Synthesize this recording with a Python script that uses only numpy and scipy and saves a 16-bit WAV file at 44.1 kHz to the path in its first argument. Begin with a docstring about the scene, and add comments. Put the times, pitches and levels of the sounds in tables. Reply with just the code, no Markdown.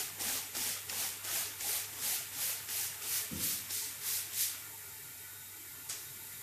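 """Trigger bottle in a spray booth

A hand trigger bottle is squeezed about three times a second towards a board in a metal spray booth.
Each squeeze opens the valve with a tick, then mist hisses from the nozzle and patters on the board.
A low thud and a later sharp tap sound nearby; an air hiss and a mains hum run throughout."""
import sys
import numpy as np
from scipy import signal
from scipy.fft import rfft, irfft, next_fast_len
from scipy.io import wavfile

SR = 44100
rng = np.random.default_rng(int(sys.argv[2]) if len(sys.argv) > 2 else 0)


def unload_audio(sound):
    """Save the sound as a 16-bit wav file, at the path given as the first command line argument."""
    columns = np.transpose(np.atleast_2d(sound))
    # keep every value between -1 and 1, then stretch to whole-number steps
    steps = np.round(np.clip(columns, -1, 1) * 32767)
    wavfile.write(sys.argv[1], SR, steps.astype(np.int16))


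N = 283122

LOW_EDGES_HZ = np.geomspace(120, 1900, 13)


def amp(db):
    """dB to gain."""
    return 10 ** (np.asarray(db) / 20)


def rms_one(x):
    """Scales to rms 1."""
    return x / np.sqrt(np.mean(x ** 2) + 1e-20)


def in_time(rows):
    """Rows of (time_s, value) as a curve over all samples."""
    return np.interp(np.arange(N) / SR, *np.transpose(rows))


def bandpass(x, order, low_hz, high_hz):
    """Butterworth band-pass."""
    return signal.sosfilt(signal.butter(order, [low_hz, high_hz], "band", fs=SR, output="sos"), x)


def coloured(x, spectrum):
    """Shapes x by rows of (freq_hz, gain_db); rms 1."""
    size = next_fast_len(N)
    bin_hz = np.maximum(np.arange(size // 2 + 1) * SR / size, 1)
    freq_hz, gain_db = np.transpose(spectrum)
    gain = amp(np.interp(np.log(bin_hz), np.log(freq_hz), gain_db))
    return rms_one(irfft(rfft(x, size) * gain, size)[:N])


def drift(rate_hz):
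    """Smooth random curve; rms 1."""
    hop, settle = 20, 4000
    r = np.exp(-2 * np.pi * rate_hz * hop / SR)
    white = rng.standard_normal(N // hop + settle + 2)
    slow = signal.lfilter([1], [1, -2 * r, r * r], white)[settle:]
    return np.interp(np.arange(N) / hop, np.arange(len(slow)), rms_one(slow))


def patchy(x, edges_hz, depth_db, rate_hz):
    """Each band swells and sinks on its own, the lowest most; rms 1."""
    size = next_fast_len(N)
    spectrum, out = rfft(x, size), x.copy()
    bins = (edges_hz * size / SR).astype(int)
    for k, (low, high) in enumerate(zip(bins, bins[1:])):
        band = np.zeros_like(spectrum)
        band[low:high] = spectrum[low:high]
        gain = amp(depth_db * 0.93 ** k * drift(rate_hz))
        out += irfft(band, size)[:N] * (gain - 1)
    return rms_one(out)


def droplets(per_s, spread_db):
    """Random impacts of uneven size."""
    sizes = amp(spread_db * np.minimum(rng.exponential(1, N), 4)) * rng.choice([-1, 1], N)
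    return sizes * (rng.random(N) < per_s / SR)


def strike(start_s, level_db, modes):
    """Each blow rings every mode with a randomly varied strength."""
    out, at = np.zeros(N), (start_s * SR).astype(int)
    scatter_db = rng.normal(0, 2.5, (len(at), len(modes)))
    for k, (pitch_hz, gain_db, t60_s) in enumerate(modes):
        clicks = np.full(N, 1e-18)
        clicks[at] = (-1) ** k * amp(level_db + gain_db + scatter_db[:, k])
        r, w = amp(-60 / (t60_s * SR)), 2 * np.pi * pitch_hz / SR
        out += signal.lfilter([0, np.sin(w)], [1, -2 * r * np.cos(w), r * r], clicks)
    return out


def echo(start_s, spectrum, level_db, rise_s, t60_s):
    """Reflections build up, then die away as coloured noise."""
    since_s = np.maximum(np.arange(N) / SR - start_s, 0)
    envelope = amp(level_db - 60 * since_s / t60_s) * (1 - np.exp(-since_s / rise_s))
    return envelope * coloured(rng.standard_normal(N), spectrum)


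def air_hiss():
    """Broad, wavering air noise with narrow duct resonances."""
    spectrum = [(15, -58), (25, -20), (60, -14.5), (85, -6), (130, -17), (400, -14), (520, -21.5),
                (680, -16.5), (900, -21), (1080, -17), (1300, -15), (2900, -19), (3700, -15), (6000, -13),
                (11900, -7.5), (14400, -8)]  # broad hiss: freq_hz, gain_db
    resonances = [(140, 18, -4.5), (276, 16.4, -9.5), (422, 16, -1.5), (895, 52, -4.5), (1410, 4.9, 4),
                  (1492, 13, -3.5), (1782, 10.4, 2.5), (1895, 37, -11), (1966, 28, -1), (2075, 65, -3.5),
                  (2291, 57, -1.5), (2525, 41, -7), (2742, 29, -5), (3120, 8.1, 0), (3390, 73, -10.5),
                  (3744, 16, 2), (7120, 53, 0), (7490, 270, -5.5), (7850, 56, -3.5), (12100, 290, -1),
                  (12500, 90, -22), (12950, 39, 2)]  # duct modes: pitch_hz, width_hz, gain_db
    levels = [(0.0, -46), (3.0, -44.5), (4.4, -44.5), (5.45, -46.5), (6.42, -44.5)]  # hiss envelope: time_s, level_db
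    broad, drive = rng.standard_normal((2, N))
    ducts = np.zeros(N)
    for pitch_hz, width_hz, gain_db in resonances:
        r, w = np.exp(-np.pi * width_hz / SR), 2 * np.pi * pitch_hz / SR
        ring = signal.lfilter([1 - r * r, 0, r * r - 1], [1, -2 * r * np.cos(w), r * r], drive)
        ducts += amp(gain_db) * ring
    air = coloured(broad, spectrum) + amp(-7) * rms_one(ducts)
    return amp(in_time(levels)) * patchy(air, LOW_EDGES_HZ, depth_db=4.8, rate_hz=10.5)


def mains_hum(pitch_hz=100.1):
    """A low tone wavering in level and phase."""
    levels = [(0, -63), (4.3, -65.5), (5.0, -67), (6.42, -67)]  # hum envelope: time_s, level_db
    gain = amp(in_time(levels) + 1.3 * drift(4.8))
    phase = 2 * np.pi * pitch_hz * np.arange(N) / SR + 0.34 * drift(6.8)
    return gain * np.sqrt(2) * np.sin(phase)


def squeezes():
    """Gains of jet, patter, fizz and drumming: each squeeze leaps, swells, is held, then drains."""
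    # trigger strokes, the last three columns relative to the jet:
    # start_s, open_db, swell_s, full_db, hold_s, sag_db, patter_db, fizz_db, drum_db
    strokes = [ (-0.150, -43, 0.098, -40.5, 0.054, -2.5, -9, -0.5, -8.5),
               (0.203, -41.5, 0.087, -37.5, 0.083, 1.5, -9.5, -1, -8.5),
               (0.554, -41, 0.12, -37.5, 0.061, 3.5, -9, -1, -10.5),
               (0.894, -46, 0.12, -38, 0.061, 2, -10, -0.5, -8.5),
               (1.245, -45, .12, -36.5, 0.055, 2, -9, 0, -12),
               (1.604, -44.5, .078, -37.5, 0.082, -0.5, -13, 0.5, -13),
               (1.930, -55, 0.12, -38, 0.09, -1.3, -11, 0.5, -11),
               (2.328, -49.5, 0.098, -38.5, 0.089, 1, -10, 1.3, -18.5),
               (2.690, -44, 0.087, -38.5, 0.076, 1.9, -12.5, 0.5, -22),
               (3.021, -47, 0.12, -37, 0.04, 0.5, -11.5, 1, -19),
               (3.320, -54, 0.12, -37.5, 0.099, 1.5, -16, 2, -30),
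               (3.704, -43.5, 0.046, -38, 0.13, 5.5, -22, -1, -45),
               (4.015, -49.5, 0.06, -38, 0.1, .3, -15, 1.1, -55),
               (4.332, -45.5, 0.086, -33, .01, 1, -30, 1.6, -57), ]
    open_db_per_s, drain_db_per_s, drum_db_per_s = 800, 114.5, 50
    linger_db, linger_db_per_s = -24.5, 30
    t, power = np.arange(0, N / SR + 0.002, 0.001), 0
    for start_s, open_db, swell_s, full_db, hold_s, sag_db, patter_db, fizz_db, drum_db in strokes:
        since_s = t - start_s
        after_s = np.maximum(since_s - swell_s - hold_s, 0)
        push_db = np.interp(since_s, [0, swell_s, swell_s + hold_s], [open_db, full_db, full_db - sag_db])
        # pressure drains fast; the last mist lingers
        drain_db = np.maximum(-drain_db_per_s * after_s, linger_db - linger_db_per_s * after_s)
        jet_db = push_db + drain_db + open_db_per_s * np.minimum(since_s, 0)
        # a weak jet spatters more and fizzes less
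        below_db = np.maximum(full_db - jet_db, 0)
        patter_rel_db = np.interp(below_db, [0, 15.5], [patter_db, -2.5])
        fizz_rel_db = fizz_db - below_db * np.where(since_s < swell_s, 0.3, 0.4)
        # the first slug of liquid drums hardest
        drum_rel_db = drum_db - drum_db_per_s * np.maximum(since_s, 0)
        power += amp(jet_db + np.array([0 * t, patter_rel_db, fizz_rel_db, drum_rel_db])) ** 2
    return [np.interp(np.arange(N) / SR, t, np.sqrt(p)) for p in power]


def spray():
    """Turbulent mist at the nozzle, fine fizz on top, droplets pattering and drumming on the board."""
    nozzle = [(700, -63), (1100, -23), (2000, -6), (3330, -5.5), (4070, -2.5), (5080, -1), (5980, 0),
              (9500, -0.5), (12400, -33), (20900, -120)]  # jet spectrum: freq_hz, gain_db
    board_face = [(380, -19), (650, -6), (815, -8.5), (1200, -0.5), (1750, 0), (2800, 1), (3640, -1),
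                  (6160, -120)]  # patter spectrum: freq_hz, gain_db
    board_body = [(110, -6), (150, -12), (250, 3), (340, -5.5), (450, 2), (600, -5.5), (720, 0), (830, 6),
                  (950, -4.5), (1200, -24.5)]  # drumming spectrum: freq_hz, gain_db
    jet_gain, patter_gain, fizz_gain, drum_gain = squeezes()
    sputter = amp(0.17 * drift(28) + 0.5 * drift(220))  # liquid leaves the nozzle unevenly
    jet = coloured(droplets(per_s=14000, spread_db=1.2), nozzle)
    fizz = bandpass(droplets(per_s=16000, spread_db=1.2), 4, low_hz=9760, high_hz=15500)
    landing = patchy(droplets(per_s=7000, spread_db=2.9), LOW_EDGES_HZ, depth_db=5.76, rate_hz=11.7)
    jet = patchy(jet, np.geomspace(1500, 10000, 9), depth_db=1.4, rate_hz=15)
    fizz = patchy(fizz, np.linspace(9000, 14600, 8), depth_db=0.62, rate_hz=4.4)
    board = patter_gain * coloured(landing, board_face) + drum_gain * coloured(landing, board_body)
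    return sputter * (jet_gain * jet + fizz_gain * fizz + board)


def valve(spit_t60_s=0.032):
    """A plastic tick, a spit of air and liquid, and a knock from the bottle."""
    ticks = [(.183, -38, -55, -54), (.197, -32, -47, -52), (.211, -30, -42, -53), (0.221, -19, -47, -57),
             (0.551, -31, -48, -71), (.559, -29, -44, -66), (0.5676, -26, -39, -46),
             (0.8958, -35, -35, -56), (0.898, -30, -41, -66), (0.9026, -34, -52, -62),
             (1.249, -25, -47, -52), (1.595, -38, -49, -61), (1.6087, -25, -36.5, -64),
             (1.929, -40, -55, -58), (2.3508, -40.5, -45, -63), (2.689, -42, -38, -63),
             (2.7103, -32, -36, -66), (3.023, -33, -43, -72), (3.707, -35, -33, -50.5),
             (4.27, -38, -54, -60)]  # valve ticks: start_s, tick_db, spit_db, knock_db
    tick_modes = [(2400, -35, 0.0044), (3670, -31, 0.0059), (5300, -6.5, 0.0051), (7400, -10, .005),
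                  (10000, -19, 0.0036), (12500, -21, .003)]  # valve modes: pitch_hz, gain_db, t60_s
    knock_modes = [(328, 4.5, 0.051), (466, 6.5, 0.01), (860, -3, 0.034)]  # bottle modes: pitch_hz, gain_db, t60_s
    spit_spectrum = [(900, -46), (1800, 3.5), (3500, -2), (6000, 3), (10000, -12), (14400, -4)]  # spit noise: freq_hz, gain_db
    start_s, tick_db, spit_db, knock_db = np.transpose(ticks)
    openings = np.full(N, 1e-18)
    openings[(start_s * SR).astype(int)] = amp(spit_db)
    envelope = signal.lfilter([1], [1, -amp(-60 / (spit_t60_s * SR))], openings)
    spit = envelope * coloured(rng.standard_normal(N), spit_spectrum)
    return strike(start_s, tick_db, tick_modes) + spit + strike(start_s, knock_db, knock_modes)


def sizzles(width_hz=450):
    """Air drawn into the jet makes the nozzle sing briefly in a narrow band."""
    bursts = [(2.48, .06, 13500, -46), (2.705, .03, 12500, -55), (2.76, .03, 13000, -44),
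              (3.1, .04, 14100, -44), (3.165, .05, 14400, -47), (3.48, .06, 13900, -45),
              (4.1, .05, 14300, -67), (4.417, .04, 9400, -48)]  # nozzle sizzles: centre_s, length_s, pitch_hz, level_db
    t, white, out = np.arange(N) / SR, rng.standard_normal(N), np.zeros(N)
    for centre_s, length_s, pitch_hz, level_db in bursts:
        band = bandpass(white, 2, pitch_hz - width_hz / 2, pitch_hz + width_hz / 2)
        envelope = amp(level_db) * np.exp(-(2 * (t - centre_s) / length_s) ** 2)
        out += envelope * rms_one(band)
    return out


def thud():
    """A soft heavy contact in several bumps rings low modes; the room rumbles after it."""
    bumps = [(3.311, -46.5), (3.324, -42), (3.349, -43.5), (3.406, -49.5)]  # contacts: start_s, strength_db
    modes = [(85, -7.5, 0.63), (144, -1, 0.19), (197, 10.5, 0.058), (237, 12, 0.041), (293, 2.5, 0.078),
             (505, -2.5, 0.074)]  # low modes: pitch_hz, gain_db, t60_s
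    rumble = [(40, -24), (80, -13), (145, 0), (250, -7.5), (330, -9.5), (420, -21), (500, -10), (700, -57)]  # room echo: freq_hz, gain_db
    start_s, strength_db = np.transpose(bumps)
    body = bandpass(strike(start_s, strength_db, modes), 2, low_hz=80, high_hz=600)
    return body + echo(start_s[1], rumble, level_db=-38.5, rise_s=0.042, t60_s=0.77)


def whine(pitch_hz=1480):
    """A faint, brief, wavering tone."""
    levels = [(5.12, -95), (5.2, -66), (5.42, -64), (5.5, -95)]  # whine envelope: time_s, level_db
    phase = 2 * np.pi * pitch_hz * np.arange(N) / SR + 0.51 * drift(4.2)
    return amp(in_time(levels)) * np.sqrt(2) * np.sin(phase)


def tap():
    """Four quick hard contacts echo in the booth; the bright part dies first."""
    contacts = [(5.891, -25), (5.8943, -24), (5.8962, -25), (5.8982, -19.5)]  # hard contacts: start_s, strength_db
    modes = [(2000, -18, 0.0033), (4700, -12, 0.0035), (6750, -11, 0.0044), (8160, -11, 0.0063),
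             (10500, -11, .003), (13000, -19, .002)]  # high modes: pitch_hz, gain_db, t60_s
    bright_spectrum = [(3000, -32), (6500, -4), (8200, -2), (11000, -7), (14400, -12)]  # short echo: freq_hz, gain_db
    tail_spectrum = [(590, -19.5), (1200, -13), (2000, -12.5), (3500, -11.5), (6400, -6), (8000, -8.5),
                     (14400, -25)]  # duller, lingering echo: freq_hz, gain_db
    start_s, strength_db = np.transpose(contacts)
    bright = echo(start_s[1], bright_spectrum, level_db=-40, rise_s=0.003, t60_s=0.23)
    clicks = strike(start_s, strength_db, modes)
    tail = echo(start_s[0], tail_spectrum, level_db=-37.5, rise_s=0.0086, t60_s=0.51)
    return clicks + bright + tail


def scene():
    """All sources in mono, on two channels."""
    mono = spray() + sizzles() + valve() + thud() + tap() + air_hiss() + mains_hum() + whine()
    return np.array([mono, mono])


def record(dry, cutoff_hz=14520):
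    """Steep low-pass."""
    return signal.sosfilt(signal.ellip(18, 0.3, 70, cutoff_hz, fs=SR, output="sos"), dry)


dry = scene()
out = record(dry)
unload_audio(out)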